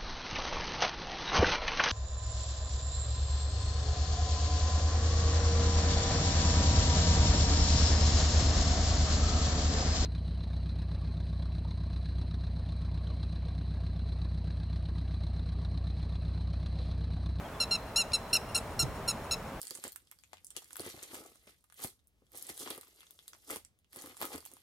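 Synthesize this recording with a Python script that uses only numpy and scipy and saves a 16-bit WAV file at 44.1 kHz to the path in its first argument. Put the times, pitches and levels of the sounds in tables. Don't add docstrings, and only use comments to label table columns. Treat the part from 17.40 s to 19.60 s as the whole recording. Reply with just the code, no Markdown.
import sys
import numpy as np
from scipy import signal
from scipy.fft import rfft, irfft
from scipy.io import wavfile

SR = 44100
rng = np.random.default_rng(int(sys.argv[2]) if len(sys.argv) > 2 else 0)


def unload_audio(sound):
    columns = np.transpose(np.atleast_2d(sound))
    steps = np.round(np.clip(columns, -1, 1) * 32767)
    wavfile.write(sys.argv[1], SR, steps.astype(np.int16))


N = 97020
TIME_S, FREQ_HZ = np.arange(N) / SR, np.fft.rfftfreq(N, 1 / SR)


def undb(db):
    return 10 ** (np.asarray(db) / 20)


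def curve(table):
    return np.interp(TIME_S, *np.array(table, float).T)


def spectrum(table):
    hz, db = np.array(table, float).T
    return undb(np.interp(np.log(FREQ_HZ + 1), np.log(hz), db))


def noise(gains, size=N):
    shaped = irfft(rfft(rng.standard_normal(size)) * gains, size)
    return shaped / np.sqrt(np.mean(shaped ** 2))


def wander(rate_hz, size=N):
    return noise(1 / (1 + (np.fft.rfftfreq(size, 1 / SR) / rate_hz) ** 4), size)


def rumble(hz, width_hz):
    detuning = (FREQ_HZ ** 2 - hz ** 2) / ((FREQ_HZ + 1) * 2 * width_hz)
    return noise(1 / (1 + detuning ** 2))


# frequency_hz, relative_db
TRAFFIC_SPECTRUM = [(15, -55), (25, -9), (55, -1), (120, -5), (223, -7), (344, -13.5), (405, -8.5),
                    (476, -11), (641, -7), (714, -10), (936, -9.5), (1790, -20), (1940, -20.5), (2610, -25),
                    (3160, -28.5), (4370, -34), (16000, -39.5)]
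# frequency_hz, side_db
TRAFFIC_WIDTH = [(30, -65), (120, -30.5), (500, -14), (1200, -13), (4000, -1), (14000, -12)]
# time_s, relative_db
TRAFFIC_SWELL = [(0, 1), (.7, 0.5), (1.2, 1.5), (1.6, 2), (2.2, 1.5)]


def distant_traffic():
    gain = undb(-43 + curve(TRAFFIC_SWELL) - 0.1 * wander(3.1))
    mid, side = (noise(spectrum(TRAFFIC_SPECTRUM)) for _ in range(2))
    side = irfft(rfft(side) * spectrum(TRAFFIC_WIDTH), N)
    return gain * mid, gain * side


# time_s, level_db
WIND_LEVEL = [(0, -68), (.95, -68), (1.05, -63), (1.17, -58), (1.3, -48), (1.5, -44), (1.6, -55),
              (2.2, -62)]


def wind():
    return undb(curve(WIND_LEVEL)) * rumble(hz=65.5, width_hz=64)


# start_s, length_s, from_hz, to_hz, level_db
FAR_CHIRPS = [(.04, 0.041, 3380, 3080, -55), (.13, 0.042, 3600, 3300, -57), (0.181, 0.028, 3290, 3860, -58),
              (1.08, 0.048, 2780, 2760, -52)]


def far_chirp(start_s, length_s, from_hz, to_hz, level_db):
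    progress = np.clip((TIME_S - start_s) / length_s, 0, 1)
    hz = (from_hz + (to_hz - from_hz) * progress) * (1 + 0.0157 * wander(187))
    return undb(level_db) * np.sin(np.pi * progress) * np.sin(2 * np.pi * np.cumsum(hz) / SR)


JITTER_RATE_HZ = 620
# start_s, length_s, pitch_hz, sag_hz, sag_power (higher sags later),
# jitter_share, ground_lag_ms, partial2_db, partial3_db, partial4_db, partial5_db, treble_db, top_db
LAPWING_CALLS = [ (.2005, .047, 1388, 135, 2.1, .004, 3.84, -33, -24.5, -31, -37.5, -42, -53),
                 (.3092, .059, 1387, 190, 3, .003, 3.86, -32.5, -25, -32.5, -39, -46, -62),
                 (.559, .070, 1345, 140, 4, .002, 3.9, -32, -23.5, -27.5, -28.5, -36.5, -50),
                 (.7325, .035, 1370, 100, 2.2, .003, 4.14, -34, -22.5, -29.5, -33.5, -37, -54),
                 (.929, .049, 1358, 170, 3, .012, 3.33, -32, -27.5, -25, -33, -34, -43),
                 (1.146, .047, 1367, 170, 3, .010, 3.9, -33.5, -28.5, -31, -36.5, -36, -48),
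                 (1.3915, .047, 1390, 190, 2.7, .010, 3.62, -38, -30, -26.5, -29, -37, -45),
                 (1.6765, .045, 1385, 150, 2.1, .008, 3.1, -37.5, -30, -31, -33, -38.5, -50),
                 (1.9095, .042, 1355, 135, 3.6, .011, 3.1, -38.5, -30.5, -29.5, -33, -44.5, -50)]
# break_s, jump_hz, settle_s, upper_step_db (partials 3-11), second_step_db
VOICE_BREAKS = [ (.2325, 50, .5, -2, 1), (.346, 68, .5, -1, 3), (.577, 65, .5, -3, 4),
                (.758, 45, .5, -1, 3), (.939, 120, .003, -1, 2), (.9485, 90, .003, -2, 1),
                (.953, 55, .5, -1, 0), (1.162, 85, .004, -1, -1), (1.1715, 55, .5, -1, 0),
                (1.4205, 60, .5, -2, 0), (1.707, 55, .1, -2, 0), (1.932, 25, .004, 0, 0),
                (1.939, 40, .5, -3, 0)]


def lapwing_call(start_s, length_s, pitch_hz, sag_hz, sag_power, jitter, ground_lag_ms, *bands_db):
    size, attack_s, release_s, fade_db = 4096, 0.0026, 0.0098, -4.5
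    age = np.arange(size) / SR
    progress = np.clip(age / length_s, 0, 1)
    hz = pitch_hz - sag_hz * progress ** sag_power
    second_db, *middle_db, treble_db, top_db = bands_db
    falter, upper_shift_db = 1, 0
    for break_s, jump_hz, settle_s, upper_step_db, second_step_db in VOICE_BREAKS:
        if start_s < break_s < start_s + length_s:
            since = start_s + age - break_s
            broken = .5 + .5 * np.tanh(since / .0008)
            hz = hz + jump_hz * broken * np.exp(-np.maximum(since, 0) / settle_s)
            jitter = jitter + .005 * np.exp(-(since / .002) ** 2)
            falter = falter * (1 - .45 * np.exp(-(since / .0025) ** 2))
            upper_shift_db = upper_shift_db + upper_step_db * broken
            second_db = second_db + second_step_db * broken
    phase = 2 * np.pi * np.cumsum(hz * (1 + jitter * wander(JITTER_RATE_HZ, size))) / SR
    upper_db = middle_db + [treble_db + db for db in (0.5, 3.5, 0.5)]
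    upper_db += [top_db + db for db in (3, -3, -5)]
    partials_db = [-42.5, second_db] + [db + upper_shift_db for db in upper_db]
    flicker_db = 2.99 * jitter / .008
    voice = sum(undb(db + flicker_db * wander(126, size)) * np.sin(k * phase)
                for k, db in enumerate(partials_db, 1))
    attack = 1 - np.exp(-age / attack_s)
    release = np.clip((length_s - age) / release_s, 0, 1)
    shimmer = 1 + 0.039 * wander(JITTER_RATE_HZ, size)
    voice = voice * attack * release * undb(fade_db * progress) * falter * shimmer
    return np.pad(add_ground_reflection(voice, ground_lag_ms), (int(start_s * SR), N))[:N]


def add_ground_reflection(voice, lag_ms, reflection_db=-11):
    delay = np.exp(-2j * np.pi * np.fft.rfftfreq(len(voice), 1 / SR) * lag_ms / 1000)
    return irfft(rfft(voice) * (1 + undb(reflection_db) * delay))


def field_echoes(bird, echo_s=.157):
    def tail(t60_s, level_db):
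        decay = rng.standard_normal(N) * undb(-60 * TIME_S / t60_s)
        return undb(level_db) * decay / np.linalg.norm(decay)
    response = tail(t60_s=0.14, level_db=-17.5) + tail(t60_s=0.87, level_db=-27)
    echo_db = -34.5 + 8.5 * np.exp(-((FREQ_HZ - 9540) / 330) ** 2)
    echo = irfft(rfft(bird) * undb(echo_db), N)
    return signal.fftconvolve(bird, response)[:N] + np.pad(echo, (int(echo_s * SR), 0))[:N]


CATCH_PARTIALS = [-19, 4, 2, 5.5, -6, -27, -6, -20]


def voice_catch(start_s=.7175, length_s=.007, pitch_hz=1250, jitter=0.045):
    phase = 2 * np.pi * np.cumsum(pitch_hz * (1 + jitter * wander(JITTER_RATE_HZ))) / SR
    envelope = np.sin(np.pi * np.clip((TIME_S - start_s) / length_s, 0, 1))
    return envelope * sum(undb(db - 46) * np.sin(k * phase) for k, db in enumerate(CATCH_PARTIALS, 1))


def wind_buffet(start_s=1.427, rise_s=.002, decay_s=.036, from_hz=145.4, to_hz=82):
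    age = np.maximum(TIME_S - start_s, 0)
    decay = np.exp(-age / decay_s)
    hz = (to_hz + (from_hz - to_hz) * decay) * (1 + .12 * wander(103))
    swings = np.sin(2 * np.pi * np.cumsum(hz) / SR) + undb(-8) * rumble(to_hz, width_hz=200)
    return undb(-27.5) * np.minimum(age / rise_s, 1) * decay * swings


def scene():
    lapwing = sum(lapwing_call(*row) for row in LAPWING_CALLS) + voice_catch()
    traffic_mid, traffic_side = distant_traffic()
    mid = traffic_mid + lapwing + field_echoes(lapwing)
    mid += sum(far_chirp(*row) for row in FAR_CHIRPS)
    mid += wind_buffet() + wind()
    side = traffic_side + undb(-5) * field_echoes(lapwing)
    side += undb(-11) * (wind_buffet() + wind())
    side += undb(-20.5) * signal.hilbert(lapwing).imag
    return np.array([mid + side, mid - side])


def record(dry, cutoff_hz=16000):
    return signal.sosfilt(signal.ellip(10, .2, 70, cutoff_hz, fs=SR, output="sos"), dry)


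dry = scene()
out = record(dry)
unload_audio(out)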